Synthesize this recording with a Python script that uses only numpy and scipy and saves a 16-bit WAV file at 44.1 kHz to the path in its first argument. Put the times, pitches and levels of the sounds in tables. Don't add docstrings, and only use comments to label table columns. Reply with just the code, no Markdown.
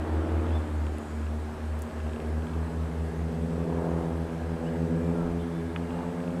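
import sys
import numpy as np
from scipy import signal
from scipy.io import wavfile
from scipy.ndimage import uniform_filter1d

SR = 44100
rng = np.random.default_rng(int(sys.argv[2]) if len(sys.argv) > 2 else 0)


def dump(signal):
    limited = np.clip(np.atleast_2d(signal).T, -1, 1)
    pcm = np.round(limited * 32767).astype(np.int16)
    wavfile.write(sys.argv[1], SR, pcm)


def invert_db(x):
    u = np.asarray(x, float) / 20
    return 10 ** u


N = 282240

# freq_hz, level_db (per Hz)
AIR_COLOUR = [(20, -30), (45, -13.5), (85, -6), (125, -14.5), (200, -10.5), (300, -10.5), (600, -13.5),
              (1670, -21), (2600, -28.5), (4140, -34.5), (6000, -38), (8000, -39.5), (10500, -43.5),
              (15000, -50)]
AIR_DB = -44
# top_s, half_width_s, rise_db
WIND_GUSTS = [
    (.8, .8, -1),
    (3.6, .6, -3),
    (4.5, .3, 6),
    (5.25, .12, 15),
]
WIND_DB = -57
# centre_hz, width_hz, level_db
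FUZZY_BANDS = [(8010, 680, -70.5), (1248, 46, -66.5), (1956, 28, -95), (9720, 1700, -74.5)]
# top_s, half_width_s, rise_db
CRICKET_BOUTS = [
    (.7, 0.28, 12),
    (1.13, 0.26, 18),
    (2, .35, 11),
    (6.4, 2.5, 7),
]
CRICKET_DB = -87
# top_s, half_width_s, rise_db
WHIRR_BOUTS = [
    (2.3, 0.42, 6.6),
    (4.4, 0.45, 4.5),
    (5.6, 0.96, 2.8),
]
WHIRR_DB = -63
# time_s, firing_hz, level_db
MOTOR_SPEED = [(0, 87.2, -48), (1.3, 89.74, -55.5), (2.8, 86.95, -55.5), (3.8, 85.9, -54),
               (4.6, 86.1, -54.5), (6.4, 88.3, -51.5)]
# multiple, level_db
MOTOR_ORDERS = [(2, -2), (3, -1), (4, -6.5), (5, -11), (6, -10.5)]
# start_s, length_s, start_hz, end_hz, level_db
BIRD_NOTES = [(.505, .045, 2950, 3480, -57), (.54, .045, 3520, 3490, -54.5), (.515, .04, 4600, 5200, -66),
              (.6, .09, 2030, 2020, -60), (.95, .07, 2020, 2020, -61), (3, .035, 660, 620, -47),
              (4.635, .06, 2350, 3050, -58), (4.7, .1, 2080, 2040, -61), (4.98, .14, 2390, 2340, -62.5),
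              (5.13, .16, 1440, 1280, -51), (5.25, .12, 2250, 2440, -66), (5.39, .03, 3620, 3480, -61),
              (5.4, .05, 3050, 3240, -61), (5.52, .1, 3510, 3510, -65), (5.8, .27, 2800, 2790, -63)]
# start_s, peak_db
TICKS = [(0.467, -35), (0.4843, -38), (0.5066, -37), (0.5242, -38), (0.84, -41), (0.8672, -33.5),
         (0.9834, -39), (1.2311, -42), (1.267, -36), (1.9105, -40), (2.0023, -39), (2.0677, -38),
         (2.0941, -41), (2.1335, -36), (2.161, -35), (2.2016, -35), (2.4224, -40), (2.4695, -36),
         (2.496, -37), (2.5346, -37), (5.906, -35), (6.2028, -40), (6.2392, -37), (6.277, -37.5),
         (6.3056, -41)]
# freq_hz, level_db, t60_s
TICK_MODES = [(1330, 8, 0.017), (1800, -7, .012), (2040, -29, 0.0052), (2714, 13.5, 0.0082),
              (3140, 13.5, 0.0052), (3470, -8, 0.0033)]
# start_s, peak_db, low_edge_hz, high_edge_hz, t60_s
SNAPS = [
    (.8664, -50, 6500, 8500, .005),
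    (.9837, -41, 7000, 11500, .005),
    (1.7907, -43, 6200, 16000, .004),
    (1.7962, -47, 10000, 16000, .004),
    (1.8205, -33, 6200, 15000, .005),
    (1.826, -47, 6000, 13000, .025),
]
# start_s, peak_db
KNOCK = (5.7612, -20)
# freq_hz, level_db, t60_s
KNOCK_MODES = [(1270, 0, .022), (1500, -3, .018), (1750, -4, .016), (2100, -5, .014), (2500, 0, .02),
               (2950, -2, .018), (3450, -6, .018)]
# top_s, half_width_s, rise_db, treble_rise_db
ROAR_SWELLS = [
    (.3, 0.56, 9.7, 12.5),
    (2.65, 0.23, 3.3, -6),
    (3.9, .25, 6.8, -6),
    (4.5, 0.55, 2.5, 3.5),
    (5.2, 0.17, 4.4, -4),
    (6.0, 0.19, 7.3, 7),
]
# freq_hz, level_db
ROAR_COLOUR = [(60, -25), (120, -21), (250, -4.5), (400, -12), (600, -1.5), (900, -4), (1400, -13.5),
               (2200, -26), (3500, -35.5), (6000, -63)]
ROAR_DB, TREBLE_DB = -47.5, 3.5
CRANK_LINES = [(0, .875), (0, 5.25), (1, 5.25), (1, 8), (0, 6.5), (1, 3.75), (1, 4.25), (1, 10)]
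# top_s, half_width_s, top_db
CRANK_SWELLS = [(4, 2.1, -49), (4.3, 0.92, -56.5), (3.03, 1.6, -52), (1.95, .8, -54.5), (4.9, 0.53, -49),
                (.35, .35, -51), (.35, .35, -48), (6.06, 0.23, -52.5)]
CRANK_REST_DB = -69
# time_s, rate_hz
BLADES_A = [(0.0, 75.645), (0.44, 75.862), (0.99, 75.133), (1.49, 75.658), (2.04, 75.31), (2.82, 76.73),
            (2.95, 76.589), (3.88, 78.156), (4.49, 79.996), (4.98, 80.521), (5.35, 81.755), (6.4, 83.615)]
# time_s, rate_hz
BLADES_B = [(0.0, 79.621), (0.32, 81.157), (0.49, 81.106), (0.91, 77.33), (1.06, 76.985), (1.95, 78.793),
            (2.29, 78.926), (2.69, 81.427), (3.08, 81.217), (3.5, 83.503), (3.84, 83.666), (4.28, 82.554),
            (4.91, 84.061), (5.19, 85.108), (5.32, 85.273), (5.63, 83.561), (6.07, 87.713), (6.4, 89.276)]
# time_s, nearness_db, disc_edge_on_db, exhaust_facing_db
FLIGHT_A = [(0.0, -35.5, -0.5, 6), (0.98, -34.5, 0.3, 2.5), (1.23, -35, 0, -3.5), (1.48, -41, 2, 8.5),
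            (1.72, -38.5, -2, 5.5), (1.97, -38, 0.7, 4.5), (2.22, -34.5, -0.5, 9), (2.46, -39, -3.8, 3.5),
            (3.45, -31.5, 1.5, -6.5), (3.69, -37, 3.5, 8.5), (4.43, -34.5, 2.0, -3), (4.92, -32, 6.5, -0.5),
            (5.42, -33.5, -0.5, -7.5), (5.66, -42.5, 8, 9), (5.91, -31, 0.5, -11), (6.4, -37, 8.5, -6)]
# time_s, nearness_db, disc_edge_on_db, exhaust_facing_db
FLIGHT_B = [(0.0, -35, -7, 1.5), (0.25, -35.5, -7.5, 5), (0.49, -31.5, -7.5, -2), (0.74, -40.5, -11, -7.8),
            (1.97, -37.5, -0.7, -8.5), (2.46, -31.5, 1.5, -7.5), (3.2, -34, 6.5, -0.5), (3.94, -31.5, 8, 8),
            (4.43, -37, 3, 7.5), (4.68, -35.3, 6, 11), (4.92, -29.5, 3.5, 3.5), (5.17, -32, 11.5, 7.5),
            (5.42, -40, 18, 11.5), (5.66, -33.5, 4.1, -1), (5.91, -40.5, 12, 11.5), (6.4, -36.5, 5.5, 11.5)]
# level_db, turn_share, exhaust_share
ORDERS_A = [(-1.5, -1.34, 0.28), (-9.5, 1.4, 0.24), (-7, 0.7, -0.14), (-15.5, 0.24, 1.22),
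            (-18, 1.13, 1.06), (-20, -0.48, 0.6), (-23.5, -1.3, 0.33)]
# level_db, turn_share, exhaust_share
ORDERS_B = [(-1.8, -0.95, -0.058), (-7, 0.98, -0.16), (-6.5, 0.43, -0.08), (-14, -0.33, 1.02),
            (-15.5, 0.38, 0.68), (-22, -0.024, 1.1), (-22, -0.58, 0.42)]
# order, level_db
HALF_ORDERS = [(2.5, -19), (3.5, -12.5), (4.5, 0.5), (5.5, 1.5), (6.5, -6), (7.5, -18), (8.5, -6),
               (9.5, -11.5), (10.5, -9.5), (11.5, -12)]
SHAPES = [
    (.165, -1.9, -1.8),
    (.334, -1.7, -1.3),
]
# time_s, delay_ms, strength (0-1)
GROUNDS = [
    [(0, 2.97, 0.7), (1.5, 3.3, 1), (2.3, 3.55, 1), (2.7, 2.3, 0.4), (3, 2.33, .8), (3.4, 2.0, .4),
     (4.2, 1.8, 0.9), (4.6, 1.44, 0.26), (6.4, 1.3, 0.1)],
    [(0, 3.6, 0.25), (1.5, 3.24, .6), (2.2, 2.93, 0.8), (2.7, 2.4, 0.33), (3.1, 2.3, 0.74), (3.5, 1.8, .3),
     (4.5, 1, 0.34), (5.5, 2.7, .3), (6.4, 1.1, 0.46)],
]
# top_s, half_width_s, pipe_boom_db,
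# uneven_firing_db
SURGES = [
    [(.3, 0.4, 1, -5), (1.9, 0.59, -14.5, 0), (4.2, .4, -8, 6), (5.3, .5, 7, -6)],
    [(.3, .3, 3.5, 4.5), (1.6, .5, -6, -1), (3.8, 0.3, 1.5, 7.5), (5.3, .6, 2, -6)],
]
# top_s, half_width_s, ring_db, bass_db
RINGS = [
    [(.3, .4, 3, -2), (4.9, .4, 8, -2), (6.25, 0.22, .5, -22)],
    [(.4, .5, -10, .5), (3.8, 0.37, 5, 2), (4.7, 0.24, 0, -1), (5.9, .2, -3, 2)],
]


def evened(x):
    return x / np.sqrt(np.mean(x ** 2) + 1e-20)


def curves(rows):
    s, *columns = np.transpose(rows)
    return [np.interp(np.arange(N) / SR, s, column) for column in columns]


def swells(rows):
    s, width, *rises = np.transpose(rows)
    bells = np.exp(-((np.arange(N) / SR - s[:, None]) / width[:, None]) ** 2)
    return [rise @ bells for rise in rises]


def drift(hz):
    f = np.geomspace(hz / 16, hz, num=16)[:, None]
    t = np.arange(0, N + 256, 256) / SR
    waves = np.sin(2 * np.pi * (f * t + rng.random(f.shape))) / f ** 0.34
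    return np.interp(np.arange(N) / SR, t, evened(waves.sum(0)))


def noise(colour, patchy_db):
    frames, hz = N // 256 + 5, np.fft.rfftfreq(1024, 1 / SR)
    real, imag, patches = rng.standard_normal((frames, 513, 3)).T
    patches = uniform_filter1d(patches, size=8, axis=0)
    patches = evened(uniform_filter1d(patches, size=14, axis=1))
    f, db = np.transpose(colour)
    colour_db = np.interp(np.log(hz + 1), np.log(f + 1), db, right=-120)
    spectra = (real + 1j * imag) * invert_db(colour_db[:, None] + patchy_db * patches)
    return evened(signal.istft(spectra, nperseg=1024, noverlap=768)[1][:N])


def fuzz(hz, width):
    r = np.exp(-np.pi * width / SR)
    z = rng.standard_normal(N) + 1j * rng.standard_normal(N)
    z = signal.lfilter([1], np.convolve([1, -r], [1, -r]), z)
    return evened((z * np.exp(2j * np.pi * hz * np.arange(N) / SR)).real)


def tone(turns, db, lag=0):
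    return np.sqrt(2) * invert_db(db) * np.cos(2 * np.pi * turns + lag)


def add(mix, s, sound):
    part = mix[round(s * SR):][:len(sound)]
    part += sound[:len(part)]


def soft_contact(t, rise_s):
    return np.sin(np.pi / 2 * np.minimum(t / rise_s, 1)) ** 2


def open_air():
    floor = invert_db(AIR_DB) * noise(AIR_COLOUR, patchy_db=1.0)
    return floor + sum(invert_db(db + 1.5 * drift(9)) * fuzz(hz, width) for hz, width, db in FUZZY_BANDS)


def wind():
    rumble = noise([(15, -6), (35, 0), (60, -3), (110, -14), (250, -40)], patchy_db=2)
    return invert_db(WIND_DB + swells(WIND_GUSTS)[0]) * rumble


def cricket():
    return invert_db(CRICKET_DB + swells(CRICKET_BOUTS)[0] + 2.0 * drift(30)) * fuzz(6950, 350)


def camera_drive():
    return invert_db(WHIRR_DB + swells(WHIRR_BOUTS)[0] + 2.0 * drift(17)) * fuzz(1640, 150)


def field_motor():
    hz, db = curves(MOTOR_SPEED)
    turns = np.cumsum(hz) / SR
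    return sum(tone(k * turns + .05 * drift(3), db + order_db + 2.5 * drift(4))
               for k, order_db in MOTOR_ORDERS)


def birds():
    out = np.zeros(N)
    for s, length, start_hz, end_hz, db in BIRD_NOTES:
        u = np.linspace(0, 1, round(length * SR))
        hz = start_hz + (end_hz - start_hz) * (1 - (1 - u) ** 1.62)
        add(out, s, tone(np.cumsum(hz) / SR, db) * np.sqrt(np.sin(np.pi * u) + 1e-9))
    out = out * invert_db(1.2 * drift(70))
    echo_db, echo_t60_s = -11, 0.63
    t = np.arange(SR // 2) / SR
    tail = rng.standard_normal(len(t)) * invert_db(-60 * t / echo_t60_s)
    return out + invert_db(echo_db) * signal.oaconvolve(out, tail / np.linalg.norm(tail))[:N]


def ticks():
    out, t = np.zeros(N), np.arange(1200) / SR
    chance = rng.standard_normal((len(TICKS), len(TICK_MODES), 2))
    for (s, db), each in zip(TICKS, chance):
        ring = sum(invert_db(mode_db + 2.0 * a - 60 * t / t60) * np.sin(2 * np.pi * hz * (1 + 0.012 * b) * t)
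                   for (hz, mode_db, t60), (a, b) in zip(TICK_MODES, each))
        ring = ring * soft_contact(t, .0007)
        add(out, s, invert_db(db) * ring / abs(ring).max())
    return out


def snaps():
    out, t = np.zeros(N), np.arange(1200) / SR
    for s, db, low_hz, high_hz, t60 in SNAPS:
        burst = rng.standard_normal(len(t)) * invert_db(-60 * t / t60)
        band = signal.butter(4, [low_hz, high_hz], "band", fs=SR, output="sos")
        crack = signal.sosfilt(band, burst)
        add(out, s, invert_db(db) * crack / abs(crack).max())
    return out


def knock():
    out, t = np.zeros(N), np.arange(2000) / SR
    s, peak_db = KNOCK
    ring = sum(invert_db(db - 60 * t / t60) * np.cos(2 * np.pi * hz * (t - .001)) for hz, db, t60 in KNOCK_MODES)
    ring = ring * soft_contact(t, .001)
    add(out, s, invert_db(peak_db) * ring / abs(ring).max())
    return out


def airframe_roar(turns, throb=0.12, limp=0.098):
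    rise_db, treble_db = swells(ROAR_SWELLS)
    rush = noise(ROAR_COLOUR, patchy_db=1.5)
    high = signal.sosfilt(signal.butter(2, 1400, "high", fs=SR, output="sos"), rush)
    chop = 1 + throb * (np.cos(2 * np.pi * turns[0]) + np.cos(2 * np.pi * turns[1]))
    chop = chop + limp * np.cos(np.pi * (turns[1] + SHAPES[1][0]))
    return invert_db(ROAR_DB - 2) * (invert_db(rise_db) * (rush - high) + invert_db(TREBLE_DB + treble_db) * high) * chop


def cranks(turns):
    out = np.zeros(N)
    for (p, k), (s, width, top_db) in zip(CRANK_LINES, CRANK_SWELLS):
        swell_db = swells([(s, width, top_db - CRANK_REST_DB)])[0]
        out += tone(k * turns[p], CRANK_REST_DB + swell_db + 1.5 * drift(6))
    return out


def order_levels(flight, law, surges, rings):
    near, edge, pipe = curves(flight)
    *low, top, half = [near + db + a * edge + b * pipe for db, a, b in law]
    boom_db, uneven_db = swells(surges)
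    ring_db, bass_db = swells(rings)
    low[0] = low[0] + bass_db
    low[3] = low[3] + boom_db
    half = half + uneven_db
    orders = list(enumerate(low, start=1))
    for k in range(6, 15):
        buzz_db = 5.5 * np.exp(-((k - 10.6) / 1.23) ** 2)
        fall_db = 4.5 * (k - 6.5)
        orders.append((k, top - fall_db + (k == 6) * ring_db + buzz_db))
    return orders + [(k, half + .35 * (half + 48) + db) for k, db in HALF_ORDERS]


def plane(hz, flight, law, shape, ground, surges, rings, shimmer_db=.45, wobble=.025):
    head_start, skew, bass_lag = shape
    turns = np.cumsum(hz) / SR
    delay_ms, strength = curves(ground)
    share = 2 * np.clip(strength, 0, 1) / (1 + strength ** 2)
    out = np.zeros(N)
    for k, db in order_levels(flight, law, surges, rings):
        comb = np.exp(-(k / 6.45) ** 2) * np.cos(2 * np.pi * k * hz * delay_ms / 1000)
        shaken_db = db + shimmer_db * np.sqrt(k) * drift(9)
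        lag = skew + bass_lag / k ** 3 + wobble * k * drift(8) + .07 * k * drift(1.5)
        out += np.sqrt(1 + share * comb) * tone(k * (turns + head_start), shaken_db, lag)
    return out


def scene():
    hz = curves(BLADES_A) + curves(BLADES_B)
    turns = np.cumsum(hz, axis=1) / SR
    background = open_air() + wind() + cricket() + camera_drive() + field_motor() + birds()
    handling = ticks() + snaps() + knock()
    first = plane(hz[0], FLIGHT_A, ORDERS_A, SHAPES[0], GROUNDS[0], SURGES[0], RINGS[0])
    second = plane(hz[1], FLIGHT_B, ORDERS_B, SHAPES[1], GROUNDS[1], SURGES[1], RINGS[1])
    return (background + handling + airframe_roar(turns) + cranks(turns) + first + second)[None]


def top_cut(x):
    return signal.sosfilt(signal.butter(12, 15090, fs=SR, output="sos"), x)


def record(dry):
    return top_cut(dry)


dry = scene()
out = record(dry)
dump(out)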